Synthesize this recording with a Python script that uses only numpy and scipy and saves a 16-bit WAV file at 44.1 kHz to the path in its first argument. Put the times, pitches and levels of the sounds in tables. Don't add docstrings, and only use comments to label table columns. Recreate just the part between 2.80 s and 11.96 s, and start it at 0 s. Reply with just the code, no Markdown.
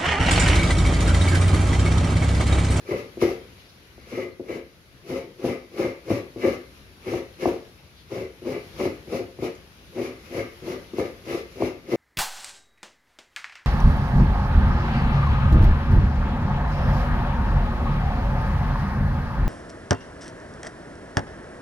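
import sys
import numpy as np
from scipy import signal
from scipy.fft import rfft, irfft, next_fast_len
from scipy.io import wavfile
from scipy.ndimage import uniform_filter1d, map_coordinates

SR = 44100
rng = np.random.default_rng(int(sys.argv[2]) if len(sys.argv) > 2 else 0)


def file_out(sig):
    cols = np.atleast_2d(sig).T
    lim = np.clip(cols, -1, 1)
    pcm = np.round(lim * 32767).astype(np.int16)
    wavfile.write(sys.argv[1], SR, pcm)


N = 403956

# time in seconds, then relative levels in dB of
KNOCKS = [(0.087, -23, -49, -47), (0.11, -21.5, -51, -27), (0.371, -21, -44, -46), (0.424, -12, -25, -40),
          (1.179, -34.5, -47, -58), (1.327, -19, -48, -56), (1.596, -20.5, -43, -41),
          (1.695, -21, -44, -40), (2.288, -32, -57, -37), (2.64, -10.5, -54, -41), (2.991, -17, -48, -44),
          (3.303, -9, -24, -21.5), (3.56, -21.5, -44, -39), (3.643, -9, -42, -49), (3.675, -11, -43, -56),
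          (4.336, -17, -26, -44), (4.656, -9.5, -13, -24), (4.688, -25, -29, -33), (5.317, -23, -46, -37),
          (5.619, -27.5, -59, -60), (5.661, -27, -50, -54), (6.054, -13, -25, -28), (6.073, -23, -37, -52),
          (6.275, -27, -54, -35), (6.588, -24.5, -40, -35), (6.623, -18, -34, -32),
          (7.545, -23.5, -38, -34), (7.822, -30, -53, -39), (8.134, -20.5, -51, -42),
          (8.184, -12.5, -26, -31), (8.465, -27.5, -49, -41), (8.51, -21.5, -41, -45),
          (8.757, -30, -58, -42), (8.822, -9.5, -17, -25), (9.086, -22, -48, -47)]


def amp(db):
    return 10 ** (np.asarray(db) / 20)


def unit(x):
    return x / np.sqrt(np.mean(x ** 2) + 1e-20)


def along(points, hz):
    f, v = np.transpose(points)
    return np.interp(np.log(hz + 1), np.log(f + 1), v)


def wobble(rate):
    knots = rng.standard_normal(int(N * rate / SR) + 4)
    return map_coordinates(knots, [np.arange(N) * rate / SR])


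def filtered(x, response):
    m = next_fast_len(N + SR // 2)
    spectrum = rfft(x, m) * response(np.fft.rfftfreq(m, 1 / SR))
    return irfft(spectrum, m)[..., :N]


def ringing(modes):
    def response(f):
        return sum((-1) ** k * amp(db) * 1j * f * width / (centre ** 2 - f * f + 1j * f * width)
                   for k, (centre, width, db) in enumerate(modes))
    return response


def through(force, response):
    power = np.mean(np.abs(response(np.linspace(1, SR / 2, 8192))) ** 2)
    return filtered(force, response) / np.sqrt(power)


def slips(rate, scatter_db):
    happen = rng.random(N) < rate / SR
    size = amp(scatter_db * np.minimum(rng.exponential(size=N), 4))
    return unit(happen * size * rng.choice([-1, 1], size=N))


def spread(pair):
    # frequency in Hz, left-right correlation from -1 to 1.
    likeness = [(60, 0.8), (180, 1), (550, 0.71), (1650, -0.097), (4970, 0.012), (15000, -0.023)]

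    def turn(hz):
        return np.arccos(np.clip(along(likeness, hz), -1, 1)) / 2

    mid, side = filtered(pair, lambda hz: np.array([np.cos(turn(hz)), np.sin(turn(hz))]))
    return np.array([mid + side, mid - side])


def yard():
    # frequency in Hz, relative density in dB per Hz.
    colour = [(15, -44), (32, -7), (59, 3.5), (107, -4), (169, -5.5), (267, -11.5), (380, -12.5),
              (800, -21.5), (2200, -19), (4000, -21), (6000, -26), (8200, -31.5), (11200, -28),
              (15600, -44)]
    # time in seconds, level in dB.
    level_points = [(0, -46.5), (.9, -49), (2.1, -49), (4, -48.5), (5.1, -48.5), (6.9, -46.5), (7.8, -46.5),
                    (9.16, -47.5)]
    z = signal.stft(rng.standard_normal((2, N)), nperseg=1024)[2]
    patches = uniform_filter1d(rng.standard_normal(z.shape[1:]), 8, 0)
    patches = uniform_filter1d(patches, 6, 1)
    pair = signal.istft(z * amp(1.26 * unit(patches)), nperseg=1024)[1][:, :N]
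    coloured = filtered(pair, lambda hz: amp(along(colour, hz)))
    level_db = np.interp(np.arange(N) / SR, *np.transpose(level_points)) + 2.1 * wobble(2.55)
    return amp(level_db) * unit(spread(coloured))


def birds():
    # centre time in seconds, length in seconds, frequency in Hz, peak level in dB.
    chirps = [(.86, .04, 4750, -57), (.815, .03, 6250, -62), (.495, .03, 5700, -48), (1.53, .04, 4200, -59)]
    out = np.zeros(N)
    for s, length, hz, db in chirps:
        t = np.arange(int(length * SR))
        phase = 2 * np.pi * hz * t / SR + np.cumsum(rng.normal(0, 0.076, len(t)))
        start = round((s - length / 2) * SR)
        out[start:][:len(t)] += amp(db) * np.hanning(len(t)) * np.sin(phase)
    return out


def walls(x):
    # frequency in Hz, time in seconds to decay by 60 dB.
    decay = [(100, 0.2), (400, 0.34), (2000, 0.41), (8000, 0.18)]
    out, step = np.zeros((2, N + SR)), SR // 3
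    for start in range(0, N, step):
        hz, t, z = signal.stft(rng.standard_normal((2, SR // 2)), SR, nperseg=256)
        fall_db = -60 * t / along(decay, hz)[:, None]
        tail = signal.istft(z * amp(fall_db), SR, nperseg=256)[1]
        tail = tail / np.linalg.norm(tail[0])
        wet = signal.fftconvolve(x[None, start:start + step], tail, axes=1)
        out[:, start + 300:][:, :wet.shape[1]] += wet
    return spread(out[:, :N])


def rustles_and_bump():
    # centre time in seconds, length in seconds, centre frequency in Hz, relative level in dB.
    swells = [(0.808, 0.07, 3500, -55), (0.896, .05, 4500, -53.5), (1.215, 0.086, 4000, -58),
              (4.123, 0.11, 90, -45), (4.544, .04, 4000, -55), (4.988, 0.057, 2510, -57),
              (5.187, 0.1, 3800, -52), (6.753, 0.011, 6100, -47)]
    out = np.zeros(N)
    for s, length, hz, db in swells:
        swell = np.hanning(int(length * SR))
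        sos = signal.butter(2, [hz * 0.81, hz * 1.2], "bandpass", fs=SR, output="sos")
        noise = unit(signal.sosfilt(sos, rng.standard_normal(len(swell))))
        start = round((s - length / 2) * SR)
        out[start:][:len(swell)] += amp(db) * swell * noise
    return out


def effort():
    # time of full bite, rise and hold in seconds,
    # sag over the hold in dB (before its share), then relative levels in dB of the judder in the seat,
    # the rasp of the teeth and the ring of the blade.
    strokes = [(0.113, 0.087, 0.071, 2, -22.5, -47, -41), (0.418, 0.022, 0.016, 9, -12, -38, -23),
               (0.465, 0.033, 0.03, -4.5, -26.5, -50, -62), (0.788, 0.073, .02, 6, -56, -60, -56.5),
               (1.2, 0.16, 0.082, 1, -71, -75, -56), (1.327, 0.087, .09, -3.3, -28.5, -51, -42.5),
               (1.692, 0.072, 0.06, -2.5, -28.5, -53, -42.5), (2.301, 0.064, 0.07, -3.4, -25, -49.5, -43),
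               (2.64, 0.075, 0.077, -3.9, -26, -48.5, -42), (2.988, 0.076, 0.074, 0.7, -22, -45.5, -38),
               (3.303, 0.056, 0.075, 10.5, -16, -44, -36.5), (3.623, 0.055, 0.099, 4, -20, -45.5, -37),
               (3.948, 0.064, 0.044, 4, -61, -60.5, -66), (4.269, 0.066, 0.1, -5.5, -27.5, -48.5, -41),
               (4.613, 0.04, .1, 2, -22.5, -47.5, -39.5), (5.316, 0.047, 0.095, -5, -29.5, -51.5, -47.5),
               (5.668, .05, 0.062, -4.5, -26, -51, -42.5), (5.997, 0.058, 0.063, -2, -22, -47.5, -42),
               (6.323, 0.061, 0.053, 1.5, -20, -45, -41), (6.639, 0.074, 0.023, 3.5, -23, -46.5, -40.5),
               (7.185, 0.063, 0.078, 2.5, -21, -48, -41), (7.423, 0.14, 0.063, -2, -69, -62, -57),
               (7.569, 0.085, 0.035, 5, -19.5, -44, -38), (7.867, 0.069, 0.064, 0.5, -26.5, -48.5, -42.5),
               (8.1, 0.074, .03, 8, -63, -74, -70), (8.194, 0.06, 0.053, 7.5, -20, -44.5, -37),
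               (8.498, 0.064, 0.077, 6.5, -21, -43.5, -35), (8.727, 0.096, 0.035, 2, -54, -57, -63),
               (8.813, 0.058, 0.056, 3, -20, -46, -39), (9.129, 0.085, .05, 7, -20.5, -43.5, -37)]
    rise_db = 30
    steep, share, fade, lift = np.array([
        [0.9, 0.64, 0.97],
        [0.87, 0.52, 0.94],
        [4.5, 9, 48],
        [231, 272, 292],
    ])[..., None]
    shudder_db, shudder_s = -9, 0.055

    t, gains = np.arange(N) / SR, np.zeros((3, N))
    for s, rise, hold, sag_db, *levels in strokes:
        near = slice(max(round(s * SR) - SR // 4, 0), round(s * SR) + SR // 2)
        u = t[near] - s
        held = np.clip(u, 0, hold)
        drop_db = steep * rise_db * np.maximum(-u, 0) / rise
        drop_db = drop_db + share * sag_db * held / hold + fade * held
        drop_db = drop_db + lift * np.maximum(u - hold, 0)
        gains[:, near] += amp(np.c_[levels] - drop_db)
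    for s, thump_db, *others in KNOCKS:
        start = round(s * SR)
        shudder = amp(thump_db + shudder_db - 60 * t[:SR // 8] / shudder_s)
        gains[0, start:][:SR // 8] += shudder[:N - start]
    return gains


def seat(judder):
    # frequency in Hz, width in Hz, relative level in dB.
    board_modes = [(256.2, 16.8, -5.5), (286, 11, -7.5), (356.2, 38, 0), (435, 24, -8), (452.5, 12.6, -3.5),
                   (533.1, 27.5, -3.5), (572.3, 32.5, -8.5), (695, 25, -13), (774, 28, -18),
                   (892, 16.6, -18), (936, 170, -25)]
    crate_modes = [(65.6, 23, -3), (87, 28, -2.5), (112.7, 19.7, 2.5), (189.8, 23, -6)]
    shell_modes = [(667, 270, 6.5), (1172, 120, -0.5)]
    board, crate, shell = ringing(board_modes), ringing(crate_modes), ringing(shell_modes)

    def soft(f):
        return 1 / (1 + 1j * f / 900) ** 2

    def small(f, low_hz):
        return (1j * f / (low_hz + 1j * f)) ** 2

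    jolts = judder * amp(1.83 * wobble(45)) * slips(rate=350, scatter_db=2.5)
    hits = np.zeros((3, N))
    for s, *levels in KNOCKS:
        hits[:, round(s * SR)] = amp(levels)
    thump, clack, boom = hits
    thump = through(thump, lambda f: 1 / (1 + 1j * f / 450) ** 3) * amp(-15)

    drummed_board = through(amp(-4.5) * jolts + amp(21.0) * thump,
                            lambda f: board(f) * soft(f) * small(f, 160))
    drummed_crate = through(amp(-16.5) * jolts + amp(26) * boom,
                            lambda f: crate(f) * soft(f) * small(f, 44))
    clacked_shell = through(amp(19.5) * clack, lambda f: shell(f) ** 2)
    return drummed_board + drummed_crate + clacked_shell


def teeth(rasp, ring):
    # frequency in Hz, relative density in dB per Hz.
    flesh = [(700, -14), (1300, -4), (1600, -13.5), (2500, -3.5), (3300, -11), (5500, -10.5), (7000, -14.5),
             (8300, -18.5), (10700, -17), (13800, -25), (15600, -35)]
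    # frequency in Hz, width in Hz, relative level in dB.
    blade_modes = [(1141, 91, -5), (1256, 60, -1), (1581, 41, -7), (1757, 116, -6.5), (1920, 61, -6),
                   (1967, 38, 0), (2047, 27, 4), (2173, 91, 1.5), (2254, 34, -5), (2306, 36, -1),
                   (2400, 26, -3), (2623, 84, -13), (2963, 130, -11.5), (3950, 90, -14)]
    unevenness = amp(1.75 * wobble(35))
    shared = slips(rate=6000, scatter_db=1.0)
    bites = np.array([unit(shared + 2.5 * slips(rate=6000, scatter_db=1.2)) for port in range(2)])
    tear = through(rasp * unevenness * bites, lambda f: amp(along(flesh, f)))
    plucks = ring * amp(3.16 * wobble(60)) * slips(rate=600, scatter_db=2.5)
    steel = through(plucks, ringing(blade_modes))
    return amp(6.5) * tear + amp(1.5) * steel


def scene():
    judder, rasp, ring = effort()
    low, high = seat(judder), teeth(rasp, ring) + rustles_and_bump()
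    left = np.pad(low, (4, 0))[:N] + amp(-3) * np.pad(high[0], (18, 0))[:N]
    right = low + amp(-3) * high[1]
    answer = walls(amp(-8.5) * low + amp(-5.0) * high[0])
    return np.array([left, right]) + answer + yard() + birds()


def record(dry):
    # frequency in Hz, left minus right in dB.
    balance = [(60, 2.5), (350, 3), (700, 3.5), (1500, 1), (2100, -0.5), (2700, 4.5), (4500, -2.5),
               (7000, -2), (10000, -3.5), (15000, -2)]
    # frequency in Hz, width in Hz, depth in dB.
    port_dips = [
        [(8200, 1400, -22.5)],
        [(3100, 1120, -8), (8030, 2250, -9.5)],
    ]
    top_hz = 15750

    def dips_db(hz):
        return np.array([sum(db / (1 + (2 * (hz - centre) / width) ** 2) for centre, width, db in port)
                         for port in port_dips])

    def response(hz):
        colour_db = np.outer([.5, -.5], along(balance, hz))
        bass_cut = (1j * hz / (45 + 1j * hz)) ** 2
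        return amp(colour_db + dips_db(hz)) * bass_cut * (hz < top_hz)

    return filtered(dry, response)


dry = scene()
out = record(dry)
file_out(out)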